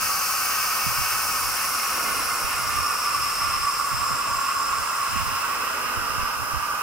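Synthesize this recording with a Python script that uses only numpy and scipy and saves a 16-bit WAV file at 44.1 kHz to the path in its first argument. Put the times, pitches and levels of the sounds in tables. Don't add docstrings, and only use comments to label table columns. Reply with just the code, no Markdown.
import sys
import numpy as np
from scipy import signal
from scipy.fft import rfft, irfft, next_fast_len
from scipy.io import wavfile
from scipy.ndimage import uniform_filter1d

SR = 44100
rng = np.random.default_rng(int(sys.argv[2]) if len(sys.argv) > 2 else 0)


def transcribe(u):
    v = np.clip(np.atleast_2d(u).T, -1, 1)
    q = np.round(v * 32767).astype(np.int16)
    wavfile.write(sys.argv[1], SR, q)


def invert_db(level):
    return 10 ** (np.asarray(level, dtype=float) / 20)


N = 300758
LONG = next_fast_len(N)
HZ = np.maximum(np.arange(LONG // 2 + 1) * SR / LONG, 1)

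# frequency in Hz, density in dB per Hz.
YARD_COLOUR = [(18, -35), (30, -3.5), (254, -8), (352, -10.5), (509, -6), (792, -9), (900, 4), (1170, -39),
               (1980, -120)]
# frequency in Hz, density in dB per Hz.
SWELL_COLOUR = [(150, -39), (230, -4), (330, -8), (520, -2.5), (750, -9), (1100, -11)]
# start in seconds, hold in seconds, level in dB.
COUPLING_SWELLS = [
    (1.98, .02, -38),
    (4.1, .03, -49.5),
    (5.5, 0.4, -43),
]
# start in seconds, hold in seconds, level in dB.
GUSTS = [(.03, 0.0082, -38), (.865, .025, -34), (.98, 0.043, -33.5), (1.13, 0.016, -40), (1.23, 0.23, -46),
         (1.46, .04, -39), (2.05, 0.29, -44.5), (2.44, 0.012, -34), (2.55, .25, -39.5), (2.76, 0.04, -37),
         (2.9, .02, -45), (3.15, .1, -41), (3.35, .02, -47), (3.43, 0.22, -39.5), (3.92, 0.11, -38),
         (4.11, 0.028, -37.5), (4.28, 0.097, -40.5), (4.57, 0.027, -46), (4.69, 0.13, -44),
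         (5.12, 0.2, -36), (5.18, 0.036, -34), (5.58, .04, -48), (5.85, .02, -42), (5.98, 0.033, -34),
         (6.1, .06, -40), (6.19, 0.044, -32.5), (6.39, .04, -35.5), (6.54, 0.033, -34), (6.6, 0.026, -44)]
# start in seconds, peak in dB, final pitch in Hz.
EDDIES = [(0.175, -60, 141), (0.865, -25.5, 117), (0.983, -35, 64), (1.415, -47, 75.4), (2.573, -34, 67.9),
          (2.782, -28.5, 84.5), (2.88, -42, 63.4), (3.417, -32, 77.6), (3.766, -44, 96.9),
          (3.928, -30, 116), (4.106, -31.5, 139), (4.286, -34, 81.6), (4.786, -37, 63), (5.156, -29, 161.6),
          (5.156, -38, 66.9), (5.836, -50, 75.2), (5.972, -29, 80.3), (6.18, -28, 95.5), (6.389, -35, 101),
          (6.541, -25, 73.5)]

# frequency in Hz, density in dB per Hz.
ROAR_COLOUR = [(320, -65), (550, -17), (615, -13), (680, -19), (797, -5.5), (895, -14), (974, -6),
               (1260, 1.5), (1480, -3), (1710, -12.5), (1950, -57), (2540, -37), (4290, -120)]
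# frequency in Hz, density in dB per Hz.
UPPER_COLOUR = [(1030, -1), (1750, -1.5), (2310, -2), (2590, 4.5), (2780, 2.5), (3340, -10.5),
                (3710, -14.5), (3900, -10.5), (5070, -18), (8580, -120)]
# start in seconds, hold in seconds, level in dB.
UPPER_SWELLS = [
    (2.3, 0.99, -37.5),
    (5.2, 0.88, -38),
]
# time in seconds, pitch in Hz.
HOOT_HZ = [(0, 1170), (2.7, 1172), (3.7, 1148), (4.8, 1122), (5.4, 1110), (6.0, 1160), (6.82, 1170)]
# start in seconds, hold in seconds, level in dB.
HOOT_SPELLS = [
    (1.8, 0.23, -36.5),
    (2.8, 1.77, -28),
    (3.55, 0.15, -28),
    (4.5, 0.25, -31.5),
    (5.0, 0.49, -29.5),
    (6.2, .7, -33.5),
]
# start in seconds, hold in seconds, level in dB.
SHOULDER_SPELLS = [
    (1.7, 0.41, -36.5),
    (2.7, 0.44, -37),
    (4.0, 0.42, -35),
    (4.8, 1.2, -33.5),
]

# time in seconds, hiss level in dB.
FAR_DB = [(0, -55), (1, -35), (2, -32.5), (4, -33), (5.1, -32.5), (5.6, -36), (6.82, -43.5)]
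# frequency in Hz, density in dB per Hz.
FAR_COLOUR = [(3000, -24), (3300, -11), (3700, -11), (4500, -10), (5150, -1), (6000, -5.5), (7000, -6),
              (7600, -1.5), (9200, -2), (10200, -9.5), (11000, -6), (11900, -8.5), (13000, -6),
              (15800, -11)]
# time in seconds, jet level in dB.
JET_DB = [(0, -25.5), (1.2, -28.5), (1.9, -31), (3.1, -39.5), (4.2, -49), (5.4, -41.5), (6.82, -39.5)]
# frequency in Hz, density in dB per Hz.
JET_COLOUR = [(3000, -30), (3300, -18), (3850, -21), (4200, -7), (4700, -3.5), (5250, -1), (6300, -2.5),
              (7000, -7), (9200, -5), (10250, -11), (11000, -6.5), (12000, -8.5), (13500, -3.5),
              (15800, -7.5)]
# time in seconds, pitch in Hz.
MID_HZ = [(0, 5180), (.7, 5176), (1.7, 5340), (2.8, 5320), (3.6, 5208), (5.5, 5195), (6.2, 5210),
          (6.82, 5230)]
# start in seconds, hold in seconds, level in dB.
MID_SPELLS = [(.7, 0.94, -36.5), (1.6, .6, -36), (2.9, 0.62, -32), (3.9, 0.36, -37.5), (4.5, 0.98, -40.5),
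              (6.2, 0.084, -41)]
# time in seconds, pitch in Hz.
TOP_HZ = [(0, 10920), (2, 10920), (3, 10850), (6.82, 10820)]
# start in seconds, hold in seconds, level in dB.
TOP_SPELLS = [(0, .05, -38), (.6, .5, -49), (1.4, .8, -37.5), (2.6, 0.86, -45), (5.3, .05, -46),
              (5.8, 1.2, -50)]
# start in seconds, end in seconds, first pitch in Hz, last pitch in Hz, level in dB.
LEAKS = [(0, 1.7, 6400, 5960, -53), (0, 1.6, 13550, 13300, -41), (0, 1.0, 14650, 14550, -42),
         (0, 2.5, 9450, 9150, -45), (.2, 1.4, 13000, 12650, -46), (.6, 1.6, 15050, 14850, -39),
         (.7, 1.2, 8500, 8350, -48), (1.4, 2.9, 2120, 2090, -41.5), (2.0, 2.64, 9160, 9160, -41),
         (2.8, 3.7, 12750, 12700, -46), (2.8, 4.2, 8400, 8050, -45), (3.2, 5.2, 7700, 7400, -42.5),
         (3.3, 4.7, 15200, 15000, -50), (3.9, 4.9, 14250, 14500, -49), (4.7, 5.8, 15000, 14900, -46),
         (5.0, 6.3, 12850, 12600, -52)]

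# time in seconds, left lag of the jet in samples.
LAG = [(0, -.8), (1.2, -.5), (2.2, .6), (3.6, 1.0), (5.0, 1.7), (6.2, 3.3), (6.82, 3.6)]
# frequency in Hz, common share of power from 0 to 1.
LIKENESS = [(60, 0.75), (500, 0.97), (1200, 0.73), (2000, 0.67), (3200, 0), (4500, 0.44), (6200, 0.45),
            (7300, 0.22), (11000, 0.57), (15000, 0.43)]
# delay in ms, change of delay in % per
ECHOES = [(.8, 4.0, .3), (1.7, 2.2, -.5), (2.6, 3.4, .3), (3.9, 1.2, 0), (5.3, 2.1, -.4), (7.1, .7, .6),
          (9.7, 1.5, -.6), (13.4, .5, .3)]

YARD_DB = -44
ROAR_DB, ROAR_RISE_DB_PER_S, ROAR_YIELD_DB, HOOT_FULL_DB = -30.5, 0.28, 5, -24.5
UPPER_DB, UPPER_HOLD_S, UPPER_SAG_DB_PER_S = -31.5, 0.39, 1.43
SHOULDER_HZ = 1400
LEAK_WIDTH_SHARE = 0.017
JET_PAN_DB, JET_PAN_DB_PER_LAG, JET_ECHO_DB = 1.5, -0.5, -7
PIPE_PAN_DB, PIPE_PAN_DB_PER_LAG, PIPE_ECHO_DB = -1.8, -0.62, -11
PIPE_LAG_SHIFT_SAMPLES, PIPE_LAG_SCALE = -.7, 1.25
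DIRECT_DB, OFF_AXIS_FROM_LAG, OFF_AXIS_DB_PER_LAG = 2.5, 0.53, 1.5
NOTCH_HZ, NOTCH_WIDTH_HZ = 7881, 190


def in_time(rows):
    s, *columns = np.transpose(rows)
    return [np.interp(np.arange(N) / SR, s, c) for c in columns]


def at_hz(points, outside=None):
    hz, value = np.transpose(points)
    return np.interp(np.log(HZ), np.log(hz), value, left=outside, right=outside)


def rms_one(x):
    return x / np.sqrt(np.mean(x ** 2) + 1e-20)


def drift(rate_hz, size=N):
    r = np.exp(-80 * np.pi * rate_hz / SR)
    white = rng.standard_normal(size // 40 + 2002)
    slow = signal.lfilter([1], [1, -2 * r, r * r], white)[2000:]
    return np.interp(np.arange(size) / 40, np.arange(len(slow)), rms_one(slow))


def spells(rows, rise_db_per_s, fall_db_per_s, rest_db):
    t = np.arange(0, N + 40, 40) / SR
    start, hold, db = np.transpose(rows)[..., None]
    rise_db = rise_db_per_s * np.maximum(start - t, 0)
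    fall_db = fall_db_per_s * np.maximum(t - start - hold, 0)
    power = np.sum(invert_db(2 * (db - rise_db - fall_db)), axis=0) + invert_db(2 * rest_db)
    return np.interp(np.arange(N) / SR, t, 10 * np.log10(power))


def hiss(gain):
    alike = np.clip(at_hz(LIKENESS), 0, 1)
    spectrum = rfft(rng.standard_normal((3, LONG))) * gain
    parts = irfft(spectrum * np.sqrt([alike, 1 - alike, 1 - alike]), LONG)[:, :N]
    return parts / np.sqrt(np.mean(parts[0] ** 2 + parts[1] ** 2))


def coloured(colour, level_db, flicker_db):
    flutter_db = flicker_db * (drift(6.6) + drift(1.5))
    return invert_db(level_db + flutter_db) * hiss(invert_db(at_hz(colour, outside=-90)))


def whistle(hz, level_db, width_hz, flicker_db):
    n, long = len(hz), next_fast_len(len(hz))
    offset_hz = np.arange(long // 2 + 1) * SR / long
    band = 1 / (1 + (2 * offset_hz / width_hz) ** 2)
    slow = irfft(rfft(rng.standard_normal((2, 3, long))) * band, long)[..., :n]
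    phase = 2 * np.pi * np.cumsum(hz) / SR
    parts = rms_one(slow[0] * np.cos(phase) + slow[1] * np.sin(phase))
    alike = np.clip(np.interp(np.mean(hz), *np.transpose(LIKENESS)), 0, 1)
    level = invert_db(level_db + flicker_db * drift(9.4, size=n))
    return level * parts * np.sqrt([[alike], [1 - alike], [1 - alike]])


def at_pair(parts, pan_db, lag, direct_db, echo_db):
    fine = irfft(rfft(parts[0], LONG), 8 * LONG) * 8
    now = np.arange(N)

    def delayed(samples):
        return fine.take((8 * (N + now - samples)).astype(int), mode="wrap")

    ports = []
    for side, scattered in zip((1, -1), parts[1:]):
        port = delayed(side * lag / 2)
        for ms, slide, extra in ECHOES:
            path = ms * SR / 1000 * (1 + slide / 100 * now / SR)
            port += invert_db(echo_db) * delayed(path + side * (lag + extra) / 2)
        port /= np.sqrt(1 + len(ECHOES) * invert_db(2 * echo_db))
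        mixed = port * invert_db(direct_db / 4) + scattered * invert_db(-direct_db * .75)
        ports.append(mixed * invert_db(side * pan_db / 2))
    return np.array(ports)


def yard():
    swell_db = spells(COUPLING_SWELLS, rise_db_per_s=150, fall_db_per_s=20, rest_db=-53.5)
    rumble = coloured(YARD_COLOUR, YARD_DB, flicker_db=0.6)
    rumble = rumble + coloured(SWELL_COLOUR, swell_db, flicker_db=1.1)
    return (rumble[0] + rumble[1:]) * invert_db(np.array([[-.7], [.7]]))


def wind():
    gust_db = spells(GUSTS, rise_db_per_s=450, fall_db_per_s=300, rest_db=-63.5)
    white = rng.standard_normal((2, N))
    deep_band = signal.butter(2, [26, 100], "band", fs=SR, output="sos")
    bright_band = signal.butter(3, [80, 180], "band", fs=SR, output="sos")
    deep = rms_one(signal.sosfilt(deep_band, white[0]))
    bright = rms_one(signal.sosfilt(bright_band, white[1]))
    lumps = deep + invert_db(.5 * (gust_db + 33.5) - 15.5) * bright
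    lumps /= np.sqrt(uniform_filter1d(lumps ** 2, size=2200) + 0.051)
    push = invert_db(gust_db + 4.0) * lumps
    t = np.arange(int(.06 * SR)) / SR
    for s, peak_db, hz in EDDIES:
        phase = 2 * np.pi * hz * (t + .006 * (1 - np.exp(-t / .006)))
        thud = invert_db(peak_db + 3.5) * np.sin(phase) * np.exp(-t / 0.047)
        i = int(s * SR)
        push[i:i + len(t)] += thud[:N - i]
    return push * [[-.37], [1]]


def pipe(lag):
    t = np.arange(N) / SR
    hoot_db = spells(HOOT_SPELLS, rise_db_per_s=35, fall_db_per_s=25, rest_db=-61)
    roar_db = ROAR_DB + ROAR_RISE_DB_PER_S * t - ROAR_YIELD_DB * invert_db(hoot_db - HOOT_FULL_DB)
    roar = coloured(ROAR_COLOUR, roar_db, flicker_db=0.05)
    sinking_db = UPPER_DB - UPPER_SAG_DB_PER_S * np.maximum(t - UPPER_HOLD_S, 0)
    again_db = spells(UPPER_SWELLS, rise_db_per_s=12, fall_db_per_s=5.5, rest_db=-56)
    upper_db = 10 * np.log10(invert_db(2 * sinking_db) + invert_db(2 * again_db)) + 1.0
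    upper = coloured(UPPER_COLOUR, upper_db, flicker_db=0.8)
    hoot = whistle(*in_time(HOOT_HZ), hoot_db, width_hz=59, flicker_db=0.0)
    shoulder_db = spells(SHOULDER_SPELLS, rise_db_per_s=12, fall_db_per_s=10, rest_db=-48)
    shoulder = whistle(np.full(N, SHOULDER_HZ), shoulder_db, width_hz=170, flicker_db=1.0)
    return roar + upper + hoot + shoulder, PIPE_PAN_DB + PIPE_PAN_DB_PER_LAG * lag


def leaks():
    out = np.zeros((3, N))
    for start, end, first_hz, last_hz, level_db in LEAKS:
        i, j = int(start * SR), int(end * SR)
        swell = np.sin(np.linspace(0, np.pi, j - i)).clip(0) ** .8
        glide_hz = np.linspace(first_hz, last_hz, j - i)
        out[:, i:j] += swell * whistle(glide_hz, level_db, LEAK_WIDTH_SHARE * first_hz, flicker_db=1.0)
    return out


def vent(lag):
    near = coloured(JET_COLOUR, *in_time(JET_DB), flicker_db=0.05)
    far = coloured(FAR_COLOUR, *in_time(FAR_DB), flicker_db=0.22)
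    mid_db = spells(MID_SPELLS, rise_db_per_s=14, fall_db_per_s=12, rest_db=-49.5)
    top_db = spells(TOP_SPELLS, rise_db_per_s=28, fall_db_per_s=19, rest_db=-66)
    mid = whistle(*in_time(MID_HZ), mid_db, width_hz=460, flicker_db=.8)
    top = whistle(*in_time(TOP_HZ), top_db, width_hz=260, flicker_db=1)
    return near + far + mid + top + leaks(), JET_PAN_DB + JET_PAN_DB_PER_LAG * lag


def scene():
    lag, = in_time(LAG)
    pipe_lag = PIPE_LAG_SCALE * lag + PIPE_LAG_SHIFT_SAMPLES
    direct_db = DIRECT_DB - OFF_AXIS_DB_PER_LAG * np.maximum(lag - OFF_AXIS_FROM_LAG, 0)
    jets = at_pair(*vent(lag), lag, direct_db, JET_ECHO_DB)
    air = at_pair(*pipe(lag), pipe_lag, direct_db, PIPE_ECHO_DB)
    return jets + air + yard() + wind()


def band_limit(x):
    return signal.sosfilt(signal.butter(12, 15750, fs=SR, output="sos"), x)


def record(dry):
    notch = signal.iirnotch(NOTCH_HZ, NOTCH_HZ / NOTCH_WIDTH_HZ, fs=SR)
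    notched = signal.lfilter(*notch, dry)
    return band_limit(notched)


dry = scene()
out = record(dry)
transcribe(out)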